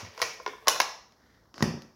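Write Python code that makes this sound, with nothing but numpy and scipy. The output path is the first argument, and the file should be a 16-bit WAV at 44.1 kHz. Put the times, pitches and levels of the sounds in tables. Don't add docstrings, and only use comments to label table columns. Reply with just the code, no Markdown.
import sys
import numpy as np
from scipy import signal
from scipy.fft import rfft, irfft
from scipy.io import wavfile
from scipy.ndimage import uniform_filter1d

SR = 44100
rng = np.random.default_rng(int(sys.argv[2]) if len(sys.argv) > 2 else 0)


def to_wav(s):
    ch = np.atleast_2d(s).T
    pcm = np.round(np.clip(ch, -1, 1) * 32767)
    wavfile.write(sys.argv[1], SR, pcm.astype(np.int16))


def boost_factor(decibels):
    exponent = np.asarray(decibels, float) / 20
    return 10 ** exponent


N = 85995
LEAD = 4410


def read(points, hz):
    f, value = np.transpose(points)
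    return np.interp(np.log(hz + 1), np.log(f + 1), value)


def add(mix, s, sound):
    part = mix[LEAD + round(s * SR):][:len(sound)]
    part += sound[:len(part)]


def hiss(points):
    hz = np.fft.rfftfreq(N, 1 / SR)
    x = irfft(rfft(rng.standard_normal(N)) * boost_factor(read(points, hz)), N)
    return x / x.std()


def ring(modes, t, spread, spread_db):
    luck = 2 * rng.random((len(modes), 2)) - 1
    out = 0
    for (hz, db, t60), (a, b) in zip(modes, luck):
        fade = boost_factor(db + spread_db * b - 60 * t / t60)
        out = out + fade * np.sin(2 * np.pi * hz * (1 + spread * a) * t)
    return out


# (frequency [Hz], level [dB])
PORT = [(200, -5), (900, 15), (3500, 2.5), (5500, 10.5), (6800, 2), (7800, -12.5), (9300, -15.5),
        (16000, -17)]
# (frequency [Hz], width [Hz], level [dB])
PORT_PEAKS = [(10590, 590, -4.5), (13500, 1800, -12)]


def colour(x, top_db, low_db):
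    hz = abs(np.fft.fftfreq(4096, 1 / SR))
    gain = boost_factor(read(PORT, hz))
    gain = gain + sum(boost_factor(db) / (1 + (2 * (hz - f) / w) ** 2) for f, w, db in PORT_PEAKS)
    treble = top_db / (1 + (7500 / (hz + 1)) ** 8)
    bass = low_db / (1 + (hz / 1600) ** 4)
    gain = gain * boost_factor(treble + bass)
    taps = np.fft.ifft(np.exp(np.conj(signal.hilbert(np.log(gain))))).real[:1024]
    return signal.oaconvolve(x, taps)[:len(x)]


# (time [s], shell ring [dB], cavity ring [dB], wall ring [dB], crack [dB])
CASE_SNAPS = [(-.03, -36, -24, -34, -21.5), (.005, -66, -96, -67, -55), (0.0483, -46, -50.5, -42, -45),
              (0.0633, -53, -58, -46, -48), (0.1775, -35, -34.5, -43.5, -37), (0.193, -52, -53, -48, -39),
              (0.2009, -44, -24.5, -55.5, -39), (0.217, -22, -54, -18.5, -13),
              (0.2257, -28.5, -15.5, -29, -21.5), (.391, -43.5, -52.5, -64, -66),
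              (0.3995, -36.5, -31, -58.5, -49), (0.4628, -30, -21.5, -29, -31),
              (0.477, -32.5, -53.5, -47, -57.5), (0.534, -44, -36, -70, -70),
              (.582, -55, -45.5, -69, -72.5), (.625, -49.5, -51, -68.5, -69),
              (0.657, -62.5, -43.5, -62.5, -68), (0.666, -55.5, -35.5, -62.5, -64.5),
              (0.6718, -41, -35, -39, -20), (.6738, -19, -15.5, -40.5, -29.5),
              (0.682, -27.5, -28.5, -17.5, -9), (.684, -20, -14, -24, -17.5),
              (0.6885, -38.5, -33, -31, -19.5), (.76, -37, -25, -41, -50),
              (0.8016, -22, -7.5, -17.5, -11.5), (0.8056, -35, -30, -15, -39.5),
              (1.122, -74, -76, -62, -55.5), (1.455, -74, -60.5, -89.5, -69.5),
              (1.542, -36.5, -41.5, -50.5, -43), (1.5802, -53, -41.5, -58.5, -37.5),
              (1.593, -62, -54, -72, -54), (1.607, -29.5, -25.5, -63, -39), (1.625, -46.5, -14, -20.5, -19),
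              (1.8209, -70, -67, -78, -45)]
# (frequency [Hz], level [dB], t60 [s])
OPEN_MODES = [
    [(507, -6.5, 0.14), (650, -7, 0.14)],
    [(1046, -2, 0.029), (1360, -12.5, 0.049)],
    [(1910, -3.5, 0.086), (2215, 1, 0.035), (2950, -18, 0.013)],
]
HALF_MODES = [
    [(414.7, -3.5, .09), (470.5, -7, 0.025)],
    [(1020, -1, 0.082), (1420, -10.5, 0.11)],
    [(1830, 4, 0.016), (2150, 2, 0.028), (2520, 0, 0.0086), (3530, -1, 0.017)],
]
SHUT_MODES = [
    [(644, 0.66, 0.016), (750, -1.2, 0.041)],
    [(940, -5.5, 0.04), (1075, 0.5, 0.045), (1440, -7, 0.018), (1703, -8.5, 0.045)],
    [(2250, -9.5, 0.04), (3015, 2.5, 0.022), (3700, 3, 0.011), (4100, 8, 0.0071)],
]
LATCHED_MODES = [
    [(661, -8, 0.033), (776, 1.5, 0.034)],
    [(950, -10, 0.019), (1034, 1, 0.021), (1435, -8, 0.018), (1660, -6.5, 0.021)],
    [(2150, -1, 0.025), (2633, 0.68, 0.012), (4140, 1.7, 0.0049), (5174, 1.4, 0.0067)],
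]
DOWN_MODES = [
    [(294, -3, 0.031), (516, 0, 0.0055)],
    [(726, 5, 0.0039), (1093, 2, 0.0093), (1490, -6, 0.013)],
    [(1877, 1, 0.028), (2320, 19, 0.0025), (3690, -9, 0.024), (3920, 5.5, 0.0018), (4630, 8, 0.0035)],
]
MOVES = [.43, .6, .676, .78, 1.5, 1.615]
CRACK_LOW = [-7, 0.5, -5.5, -8, -4, -2.5, -0.5]
PULSE_SHARP = [3.5, -6, -5.5, 8.5, 4, 10, -18]
CRACK_TOP = [-3.5, -14, -7.5, 7, 0, -7, 2.5]


def case():
    t = np.arange(round(.1 * SR)) / SR
    near = np.zeros(N + LEAD)
    sent = np.zeros((len(MOVES) + 1, N + LEAD))
    states = (OPEN_MODES, HALF_MODES, SHUT_MODES, LATCHED_MODES, DOWN_MODES)
    for s, shell_db, cavity_db, wall_db, crack_db in CASE_SNAPS:
        state = states[np.searchsorted([.43, .6, .78, 1.5], s)]
        place = np.searchsorted(MOVES, s)
        shell, cavity, wall = (-boost_factor(db) * ring(part, t, .008, 1) * np.minimum(t / 0.0008, 1)
                               for db, part in zip((shell_db, cavity_db, wall_db), state))
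        held = shell * np.exp(-(t / .03) ** 2) + (cavity + wall) * np.exp(-(t / .015) ** 2)
        body = shell + boost_factor(-7) * cavity + wall

        grit = rng.standard_normal((len(t), 2))
        snap = grit[:, 0] * boost_factor(-60 * t / 0.0052)
        rattle = grit[:, 1] * boost_factor(-12 - 60 * t / 0.044)
        crackle = boost_factor(2.5) * (snap + rattle) * np.minimum(t / 0.000096, 1)
        click = 1. * (np.arange(len(t)) == 12)
        pulse = -colour(click, CRACK_TOP[place], CRACK_LOW[place])
        crack = colour(crackle, CRACK_TOP[place], CRACK_LOW[place])
        crack = crack + boost_factor(2 + PULSE_SHARP[place]) * pulse

        add(near, s, held + boost_factor(crack_db) * crack)
        add(sent[place], s, boost_factor(7.5) * body * np.exp(-t / .002) + boost_factor(crack_db + 13.5) * pulse)
    small = signal.butter(3, 300, "high", fs=SR, output="sos")
    return signal.sosfilt(small, near), signal.sosfilt(small, sent)


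# (delay [s], level [dB])
MORE_ECHOES = [(0.027, -21.5), (0.014, -5), (0.016, -19), (0.024, -29), (0.032, -17)]


def echoes(x):
    thin = x - .7 * signal.sosfilt(signal.butter(1, 1500, fs=SR, output="sos"), x)
    out = np.zeros(len(x))
    ceiling = (.0142, -9)  # s, dB
    for k, (s, db) in enumerate([ceiling] + list(MORE_ECHOES)):
        delay = round(s * SR)
        out[delay:] += (-1) ** k * boost_factor(db) * thin[:-delay]
    return out


# (frequency [Hz], t60 [s])
ROOM_DECAY = [(100, 0.13), (300, 0.38), (700, 0.5), (2000, 0.46), (6000, 0.51), (9000, 0.33), (15000, 0.42)]
# (frequency [Hz], level [dB])
ROOM_TONE = [(150, 1.5), (500, -4.5), (1500, 0.5), (4000, -4), (8000, 3.5), (15000, -4.5)]


def room(x, wet_db):
    taps = np.zeros(SR)
    at = np.arange(0, SR - 20, 10) + rng.integers(0, 10, (SR - 11) // 10)
    taps[at] = rng.choice([-1., 1.], at.shape)
    hz, t, z = signal.stft(taps, SR, nperseg=256)
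    fade_db = read(ROOM_TONE, hz)[:, None] - 60 * t / read(ROOM_DECAY, hz)[:, None]
    tail = signal.istft(z * boost_factor(fade_db), SR, nperseg=256)[1]
    tail = tail * np.clip(np.arange(len(tail)) / SR / 0.016, 0, 1) ** 2
    return signal.fftconvolve(x, boost_factor(wet_db) * tail / np.linalg.norm(tail))[:len(x)]


# (frequency [Hz], level [dB per Hz])
HUSH = [(30, -1.5), (250, -6.5), (1400, -16.5), (2600, -37), (5600, -21.5), (8500, -43.5), (10500, -36.5),
        (16000, -33.5)]
HUM_HZ, HUM_WIDTH_HZ = 55.6, 16


def floor():
    low, high = HUM_HZ - 2 * HUM_WIDTH_HZ, HUM_HZ + 2 * HUM_WIDTH_HZ
    hum = hiss([(low, -30), (HUM_HZ, 0), (high, -30), (300, -80)])
    return boost_factor(-64.5) * hiss(HUSH) + boost_factor(-71.5) * hum


# (time [s], level [dB])
SLIDE_LEVEL = [(0, -48), (.12, -56), (.3, -44), (.42, -62), (.6, -71), (.66, -64.5), (.7, -89)]
# (time [s], level [dB])
RUB_LEVEL = [(.1, -75), (.17, -57), (.24, -44), (.34, -58.5), (.44, -64.5), (.49, -56), (.6, -62),
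             (.66, -61.5), (.7, -85)]
# (frequency [Hz], width [Hz], level [dB])
HOLLOW_MODES = [(448, 18, -2), (993, 50, -9.5)]
# (time [s], level [dB])
LINGER_LEVEL = [(.22, -48), (.29, -61), (.345, -51.5), (.38, -77), (.44, -53)]
# (time [s], level [dB])
SLEEVE_LEVEL = [(1.12, -83.5), (1.22, -67.5), (1.33, -65.5), (1.43, -73), (1.5, -78)]
# (frequency [Hz], level [dB])
SLEEVE_TONE = [(300, -6.5), (1000, -9), (1900, 1.5), (2500, -15.5), (3700, -10.5), (5500, -12.5),
               (8000, -30.5)]


def narrow(hz, w):
    return hiss([(hz - 4 * w, -40), (hz - w, -12), (hz, 0), (hz + w, -12), (hz + 4 * w, -40)])


def hands():
    t = np.arange(N) / SR

    def level(curve):
        return boost_factor(np.interp(t, *np.transpose(curve), left=-120, right=-120))

    grain_db = 1.7 * uniform_filter1d(rng.standard_normal(N), size=300) * np.sqrt(300)
    slide = hiss([(250, -17), (480, 3), (700, 2.5), (1010, -1.5), (1400, -4), (2200, -1.0),
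                  (5500, -8.5), (8000, -27)])
    hollow = sum(boost_factor(db) * narrow(hz, w) for hz, w, db in HOLLOW_MODES)
    plastic = level(RUB_LEVEL) * hollow + level(LINGER_LEVEL) * narrow(2240, 42) + level(SLIDE_LEVEL) * slide
    sleeve = level(SLEEVE_LEVEL) * hiss(SLEEVE_TONE)
    return boost_factor(grain_db) * (plastic + sleeve)


# (time [s], strength [dB], upper boards [dB], middle boards [dB])
TABLE_BLOWS = [(0.021, -18.5, -24.5, -32), (0.03, -12, -19.5, -20), (0.223, -23.5, -19, -14),
               (0.261, -35, -15, -2.5), (0.458, -53, -12, -3), (.682, -43.5, 12, 7), (0.749, -48.5, 6, 8.5),
               (.8, -54, -6, 16), (1.555, -52, -13.5, -13), (1.582, -41.5, 9.5, 5), (1.606, -26, 8.5, 4),
               (1.6245, -12.5, 13.5, 7.5), (1.6388, -23, 14, 6), (1.658, -28, 10, 18),
               (1.706, -33, 10, 14.5), (1.74, -27, 10.5, 8), (1.775, -34, 12.5, -3.5),
               (1.849, -44.5, 15.5, -9)]
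# (frequency [Hz], level [dB], t60 [s])
LOW_BOARDS = [(89, 5.5, 0.18), (103, 9.5, 0.11)]
# (frequency [Hz], level [dB], t60 [s])
BOARDS = [(148, -3.5, 0.15), (166.2, -2, 0.17), (225.6, 1.5, 0.074), (297, -7, 0.06), (350.7, -7.5, 0.055),
          (494, -13, 0.067)]


def table():
    t = np.arange(round(.4 * SR)) / SR
    out = np.zeros(N + LEAD)
    for s, db, high_db, middle_db in TABLE_BLOWS:
        top = boost_factor(-22.5) * ring(LOW_BOARDS, t, .01, 0.48)
        top = top + boost_factor(middle_db) * ring(BOARDS[:2], t, 0.022, 0.74)
        top = top + boost_factor(high_db) * ring(BOARDS[2:], t, 0.016, 0.42)
        add(out, s, -boost_factor(db - 16.0) * top * np.minimum(t / 0.0011, 1))
    return signal.sosfilt(signal.butter(4, 78, "high", fs=SR, output="sos"), out)


PLACE_ECHO = [-8, -0.5, -3, -10.5, -6.5, -9.5, -16]
PLACE_TAIL = [0, 2, 2, 0, -2.5, 10, -1.5]


def scene():
    near, sent = case()
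    knocks = table()
    place = np.searchsorted(MOVES, (np.arange(N + LEAD) - LEAD) / SR)
    hits = near + echoes(near * boost_factor(PLACE_ECHO)[place])
    hits = hits + knocks + room(knocks, -5)
    hits = hits + sum(room(part, -5 + db) for part, db in zip(sent, PLACE_TAIL))
    return (hits[LEAD:] + hands() + floor())[None]


def top_cut(x):
    return signal.sosfilt(signal.butter(12, 17060, fs=SR, output="sos"), x)


def record(dry):
    limit = .85
    cut = limit * np.tanh(dry / limit)
    cut = signal.sosfilt(signal.butter(4, 52, "high", fs=SR, output="sos"), cut)
    above = signal.firwin(255, 16000, pass_zero=False, fs=SR)[None]
    cut = cut - boost_factor(0.5) * signal.oaconvolve(cut, above, "same")
    edge = signal.firwin(255, 16800, window=("kaiser", 9), fs=SR)[None]
    cut = signal.oaconvolve(cut, edge, "same")
    return top_cut(cut)


dry = scene()
out = record(dry)
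to_wav(out)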